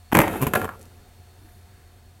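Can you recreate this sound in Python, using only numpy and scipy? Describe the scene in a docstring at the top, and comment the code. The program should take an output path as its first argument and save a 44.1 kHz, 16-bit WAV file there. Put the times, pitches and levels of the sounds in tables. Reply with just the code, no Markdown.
"""A skateboard lands on concrete: edge and wheels slam in quick turn, the deck rings and shudders.
A shoe slaps down, the tilted board drops back on its wheels with a run of weaker knocks.
Wheels scrape, grit ticks under the sole, a truck creaks as the rider finds balance.
Behind it a quiet street: air, an idling engine, distant machinery and a faint insect."""
import sys
import numpy as np
from scipy import signal
from scipy.fft import rfft, irfft, next_fast_len
from scipy.io import wavfile

SR = 44100
rng = np.random.default_rng(int(sys.argv[2]) if len(sys.argv) > 2 else 0)


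def store_wav(level_fs):
    """Save 16-bit WAV to argv[1]."""
    pcm = np.round(np.clip(np.atleast_2d(level_fs), -1, 1) * 32767)
    wavfile.write(sys.argv[1], SR, pcm.T.astype(np.int16))


N = 97020
T = np.arange(N) / SR

# landing blows: start_s, wood_db, click_db
SLAMS = [(0.1177, -29.5, -37), (.124, -19, -31.5), (.128, -14, -53), (0.1321, -29, -20.5),
         (0.1441, -23, -26), (0.1481, -13, -45.5), (0.1516, -6.5, -12), (0.1701, -10.5, -13),
         (0.189, -5.5, -9), (.203, -9, -24), (0.2166, -12, -19.5), (0.28, -19, -27)]
# bounces after the slam: start_s, level_db
SHUDDERS = [(.237, -19), (.274, -24.5), (.3365, -28.5), (.356, -28)]
# sole on the ground: start_s, rubber_db, grit_db
SLAPS = [(0.4086, -25, -46), (.416, -21, -27.5), (.4238, -15.5, -25.5), (0.4315, -15, -30),
         (0.439, -26, -35), (0.4677, -13, -24.5)]
# wheels dropping back: start_s, wood_db, clack_db, click_db
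KNOCKS = [(0.5356, -16, -11.5, -22.5), (0.5387, -15, -22, -23.5), (0.5516, -14, -15.5, -26),
          (.5553, -12, -29, -21.5), (0.5594, -14.5, -11.5, -39.5), (0.6156, -25, -22, -33.5),
          (0.6442, -28.5, -22, -32), (.654, -32.5, -24.5, -39), (0.6785, -42, -28, -49),
          (.6905, -29, -20.5, -42)]
# rider's weight arriving: start_s, level_db, pitch_hz, t60_s
THUDS = [(0.1298, -2.5, 244, 0.015), (.1482, -2, 191, 0.019), (0.1717, -6, 202, 0.053),
         (0.19, -3.5, 190, 0.022), (.536, -13.5, 171, .035), (0.553, -18, 106.4, 0.11)]
# wheel friction envelope: time_s, rumble_db, hiss_db
SCRAPE_LEVELS = [(.14, -75, -86), (0.156, -15, -73), (.21, -23.5, -34), (0.261, -27, -51),
                 (.33, -28.5, -44.5), (0.399, -34.5, -48), (.445, -30.5, -50), (.525, -38.5, -57),
                 (.55, -38, -56), (0.57, -23, -38.5), (0.607, -33, -49.5), (0.654, -28, -50),
                 (0.675, -45, -58.5), (.87, -56.5, -72), (1.15, -62, -86)]
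# grit under the shoe: start_s, level_db
GRIT_TICKS = [(0.794, -45.5), (0.813, -41.5), (.818, -45), (0.8285, -45.5), (.855, -44.5)]
# rubs as the weight shifts: start_s, length_s, level_db, centre_hz, width_hz
RUBS = [(0.674, 0.088, -44.5, 1140, 650), (0.75, 0.07, -54.5, 520, 70), (1.405, .09, -57, 310, 110),
        (1.56, .4, -68, 1700, 1000), (1.385, 0.26, -66.5, 11500, 4500)]
# truck slips: start_s, level_db
CREAKS = [(0.987, -57), (1.457, -54.5), (1.484, -57)]

# deck and truck modes: pitch_hz, slam_db, drop_db, t60_s
DECK_MODES = [(161.5, -22, -21, 0.32), (183.6, -27.5, -20, 0.271), (317.3, -11, -30.5, 0.18),
              (374, -29.5, -26, 0.41), (532.3, -17, -20.5, 0.22), (590, -19.5, -16.5, 0.19),
              (747.7, -17, -17.5, 0.26), (806, -27, -20.5, 0.208), (964, -19, -52, 0.2),
              (1388, -25, -23, 0.38), (1675, -30, -24, 0.17), (1856, -25.5, -26.5, 0.22),
              (2065, -24, -45, 0.2), (2260, -21.5, -32, 0.21), (2435, -24, -28, 0.096)]
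# truck modes: pitch_hz, level_db, t60_s
TRUCK_MODES = [(1070, -1.5, 0.022), (1373, -4.5, 0.028), (1690, -10, 0.028)]
# shoe and leg modes: pitch_hz, level_db, t60_s
SOLE_MODES = [(151, -5, 0.099), (260, -0.5, 0.032), (385, -8, 0.038), (1010, -5, 0.039)]

# contact spectra: freq_hz, relative_db
WOOD_SPECTRUM = [(50, -8.5), (130, -19), (320, 3.5), (470, -14.5), (800, 0), (1300, -8.5), (2300, -11.5),
                 (3100, -17), (4000, -34), (8000, -38)]
CLICK_SPECTRUM = [(1500, -7.5), (3000, -5.5), (5000, -14), (7000, -5.5), (10300, -6), (11500, 5.5),
                  (12800, 0), (14000, -5), (15500, -9), (17000, -24)]
RUBBER_SPECTRUM = [(300, -2), (1000, -11), (1600, -14.5), (2700, -8.5), (5000, -52)]
TRUCK_SPECTRUM = [(60, -5.5), (250, 3.5), (700, -1), (900, -17), (1600, -1.5), (2200, -9.5), (3200, -15),
                  (4500, -30), (8000, -29)]
RATTLE_SPECTRUM = [(35, 1), (90, 1.5), (370, 0), (800, -5.5), (1300, -8.5), (2300, -17.5), (3300, -23.5),
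                   (4800, -34), (9000, -33.5)]
TICK_SPECTRUM = [(3000, -11), (5800, -2), (12000, -4), (16000, -17)]

# outdoor air: freq_hz, relative_db
AIR_SPECTRUM = [(15, -35), (25, -1.5), (105, -1), (141, -11.5), (309, -19.5), (700, -22.5), (1650, -25),
                (4700, -30.5), (11600, -32), (16000, -34.5)]
# steady hums: centre_hz, level_db, width_hz
HUMS = [(735, -70, 90), (1700, -77.5, 117.6), (8360, -76.5, 700)]
# distant machinery: pitch_hz, level_db
WHINES = [(716, -68), (3650, -76.5)]
# street envelope: time_s, gain_db
STREET_GAIN = [(0, 0.5), (.95, 1), (1.7, 0), (2.2, -1.5)]

PINNED_UNTIL_S, PINNED_DB = 0.145, -30.5  # foot damps the deck
THUD_LOW_CUT_HZ, NEAR_LOW_CUT_HZ, CUTOFF_HZ = 135, 40, 16100
GRAINS_PER_S, GRAIN_SPREAD_DB, SMOOTH_GAIN = 1800, 4.5, 0.72
RATTLE_T60_S, RATTLE_DIRECT_GAIN = 0.13, 0.8
GROWL_DB, GROWL_HZ, GROWL_WIDTH_HZ = -12, 94, 32  # level relative to rumble
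REVERB_DB, REVERB_T60_S, REVERB_DELAY_S = -33.5, 0.9, 0.03
AIR_DB, WHINE_WOBBLE_RATIO = -53.5, 0.0042
ENGINE_HZ, ENGINE_DB, ENGINE_WOBBLE_HZ = 89.1, -52, 3.03
INSECT_HZ, INSECT_WIDTH_HZ, INSECT_PULSES_PER_S, INSECT_DB = 4350, 200, 110, -72.5


def landing():
    """Edge and wheels hit concrete and bounce; the deck rings once free of the foot."""
    start_s, wood_db, click_db = np.transpose(SLAMS)
    damping_db = PINNED_DB * (start_s < PINNED_UNTIL_S)
    modes = [(hz, slam_db, t60_s) for hz, slam_db, _, t60_s in DECK_MODES]
    wood = contacts(start_s, wood_db, WOOD_SPECTRUM,
                    snap=5.0, crack_s=0.0034, tail_db=damping_db - 17, t60_s=0.072)
    deck = ring(modes, start_s, wood_db + damping_db)
    click = contacts(start_s, click_db, CLICK_SPECTRUM,
                     snap=0.69, crack_s=0.0014, tail_db=damping_db - 23.5, t60_s=0.2)
    return wood + deck + click


def shudder():
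    """Smeared bounces keep the deck ringing."""
    start_s, level_db = np.transpose(SHUDDERS)
    modes = [(hz, slam_db, t60_s) for hz, slam_db, _, t60_s in DECK_MODES]
    wood = contacts(start_s, level_db, WOOD_SPECTRUM, snap=0.6, crack_s=0.0085, tail_db=-15, t60_s=0.1)
    return wood + ring(modes, start_s, level_db)


def shoe():
    """Heel and toe slap down, dry and dull; grit sizzles under the sole."""
    start_s, rubber_db, grit_db = np.transpose(SLAPS)
    sole = sum(amp(db) * damped_sine(hz, t60_s) for hz, db, t60_s in SOLE_MODES)
    thump = convolve(impulses(start_s, rubber_db), sole)
    slap = contacts(start_s, rubber_db, RUBBER_SPECTRUM,
                    snap=1.8, crack_s=0.0084, tail_db=-6.5, t60_s=0.092)
    grit = contacts(start_s, grit_db, CLICK_SPECTRUM, snap=0.66, crack_s=0.0025, tail_db=-4, t60_s=0.076)
    return thump + amp(-11.5) * slap + grit


def settling():
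    """The board drops flat; its trucks clack to rest."""
    start_s, wood_db, clack_db, click_db = np.transpose(KNOCKS)
    modes = [(hz, drop_db, t60_s) for hz, _, drop_db, t60_s in DECK_MODES]
    knock = contacts(start_s, wood_db, TRUCK_SPECTRUM,
                     snap=1.8, crack_s=0.0032, tail_db=-22, t60_s=0.033)
    deck = ring(modes, start_s, wood_db)
    clack = ring(TRUCK_MODES, start_s, clack_db)
    click = contacts(start_s, click_db, CLICK_SPECTRUM,
                     snap=0.84, crack_s=0.0029, tail_db=-27.5, t60_s=0.052)
    return knock + deck + clack + click


def thuds():
    """The rider's weight lands as low, heavily damped pushes."""
    pushes = sum(convolve(impulses([start_s], [db]), damped_sine(hz, t60_s))
                 for start_s, db, hz, t60_s in THUDS)
    return low_cut(pushes, THUD_LOW_CUT_HZ, order=1)


def grains():
    """Tiny uneven collisions over smooth hiss; rms 1."""
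    sizes = amp(GRAIN_SPREAD_DB * np.minimum(rng.exponential(1, N), 4)) * rng.choice([-1, 1], N)
    hits = rng.random(N) < GRAINS_PER_S / SR
    return unit_rms(unit_rms(sizes * hits) + SMOOTH_GAIN * rng.standard_normal(N))


def wheel_scrape():
    """Wheels growl and skid on rough concrete, shaking the board's many small resonances."""
    time_s, rumble_db, hiss_db = np.transpose(SCRAPE_LEVELS)
    rumble_gain = amp(np.interp(T, time_s, rumble_db))
    hiss_gain = amp(np.interp(T, time_s, hiss_db))
    grit = grains()
    ringing = unit_rms(convolve(grit, noise_tail(RATTLE_T60_S)))
    rattle = unit_rms(RATTLE_DIRECT_GAIN * grit + ringing)
    growl = amp(GROWL_DB) * rumble_gain * band_noise(GROWL_HZ, GROWL_WIDTH_HZ)
    rumble = colour(rattle * rumble_gain, RATTLE_SPECTRUM)
    hiss = colour(rattle * hiss_gain, CLICK_SPECTRUM)
    return growl + rumble + hiss


def weight_shift():
    """Grit ticks and soft rubs as the rider finds balance."""
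    tick_s, tick_db = np.transpose(GRIT_TICKS)
    out = contacts(tick_s, tick_db, TICK_SPECTRUM, snap=2, crack_s=0.0011, tail_db=-16.5, t60_s=0.11)
    for start_s, length_s, db, hz, width_hz in RUBS:
        progress = np.clip((T - start_s) / length_s, 0, 1)
        swell = np.sqrt(np.abs(np.sin(np.pi * progress)))
        out += amp(db) * swell * band_noise(hz, width_hz)
    return out


def truck_creak():
    """Each slip briefly sounds the truck's highest mode."""
    start_s, level_db = np.transpose(CREAKS)
    envelope = convolve(impulses(start_s, level_db), decay(t60_s=0.054))
    return envelope * band_noise(TRUCK_MODES[-1][0], width_hz=310)


def reverb(x):
    """Faint tail off walls and cars."""
    tail = noise_tail(REVERB_T60_S) * (T > REVERB_DELAY_S)
    tail = colour(tail, [(100, -23), (1200, -6), (14000, -5.5)])
    return amp(REVERB_DB) * convolve(x, tail / np.sqrt(np.sum(tail ** 2)))


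def street():
    """Outdoor air, an idling engine, hums, machinery whines and a throbbing insect."""
    air = amp(AIR_DB) * colour(rng.standard_normal(N), AIR_SPECTRUM)
    engine = amp(ENGINE_DB) * wandering_tone(ENGINE_HZ, ENGINE_WOBBLE_HZ)
    hums = sum(amp(db) * band_noise(hz, width_hz) for hz, db, width_hz in HUMS)
    whines = sum(amp(db) * wandering_tone(hz, WHINE_WOBBLE_RATIO * hz) for hz, db in WHINES)
    pulse_hz = INSECT_PULSES_PER_S + 8 * band_noise(0, width_hz=10)
    throb = 1 + 0.44 * np.sin(2 * np.pi * np.cumsum(pulse_hz) / SR)
    insect = amp(INSECT_DB) * throb * band_noise(INSECT_HZ, INSECT_WIDTH_HZ)
    gain = amp(np.interp(T, *np.transpose(STREET_GAIN)))
    return gain * (air + engine + hums + whines + insect)


def contacts(start_s, level_db, spectrum, snap, crack_s, tail_db, t60_s):
    """Each contact is a snap and a short crack; all share one dense decaying tail."""
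    hits = impulses(start_s, level_db)
    crack_power = np.maximum(convolve(hits ** 2, np.exp(-2 * T / crack_s)), 0)
    tail = convolve(impulses(start_s, level_db + tail_db), noise_tail(t60_s))
    crack = np.sqrt(crack_power) * rng.choice([-1, 1], N)
    return colour(snap * hits + crack + tail, spectrum)


def ring(modes, start_s, level_db, spread_db=1.5):
    """Each blow rings all modes at scattered strengths; polarity alternates by mode."""
    out = np.zeros(N)
    for k, (hz, mode_db, t60_s) in enumerate(modes):
        strike_db = level_db + mode_db + spread_db * rng.standard_normal(len(level_db))
        out += (-1) ** k * convolve(impulses(start_s, strike_db), damped_sine(hz, t60_s))
    return out


def colour(x, spectrum):
    """Minimum-phase filter; white noise keeps its level."""
    size = next_fast_len(2 * N) * 2
    hz, db = np.transpose(spectrum)
    grid_hz = np.maximum(np.arange(size // 2 + 1) * SR / size, 1)
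    gain = unit_rms(amp(np.interp(np.log(grid_hz), np.log(hz), db)))
    cepstrum = irfft(np.log(gain))
    cepstrum[1:size // 2] *= 2
    cepstrum[size // 2 + 1:] = 0
    return irfft(rfft(x, size) * np.exp(rfft(cepstrum)))[:N]


def band_noise(hz, width_hz):
    """Noise twice through one resonance; rms 1."""
    grid_hz = np.arange(N // 2 + 1) * SR / N
    detuning = 2 * (grid_hz - hz) / width_hz
    return unit_rms(irfft(rfft(rng.standard_normal(N)) / (1 + detuning ** 2), N))


def wandering_tone(hz, wobble_hz):
    """Sine with random pitch drift; rms 1."""
    pitch_hz = hz + wobble_hz * band_noise(0, width_hz=20.2)
    return np.sqrt(2) * np.sin(2 * np.pi * np.cumsum(pitch_hz) / SR)


def impulses(start_s, level_db):
    out = np.zeros(N)
    np.add.at(out, (np.asarray(start_s) * SR).astype(int), amp(level_db))
    return out


def decay(t60_s):
    return np.exp(-np.log(1000) * T / t60_s)


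def damped_sine(hz, t60_s):
    return np.sin(2 * np.pi * hz * T) * decay(t60_s)


def noise_tail(t60_s):
    return rng.standard_normal(N) * decay(t60_s)


def convolve(x, response):
    return signal.fftconvolve(x, response)[:N]


def low_cut(x, hz, order):
    return signal.sosfilt(signal.butter(order, hz, "high", fs=SR, output="sos"), x)


def amp(db):
    return 10 ** (np.asarray(db) / 20)


def unit_rms(x):
    return x / np.sqrt(np.mean(x ** 2) + 1e-20)


def scene():
    """Board and rider close by, too small to radiate deep bass; the street behind."""
    impacts = landing() + shudder() + shoe() + settling() + thuds()
    friction = wheel_scrape() + weight_shift() + truck_creak()
    near = low_cut(impacts + friction, NEAR_LOW_CUT_HZ, order=2)
    return (near + reverb(near) + street())[None]


def record(dry):
    """Peak clipping, then a steep low-pass."""
    low_pass = signal.ellip(12, 0.1, 80, CUTOFF_HZ, fs=SR, output="sos")
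    return signal.sosfilt(low_pass, np.clip(dry, -0.95, 0.95))


dry = scene()
out = record(dry)
store_wav(out)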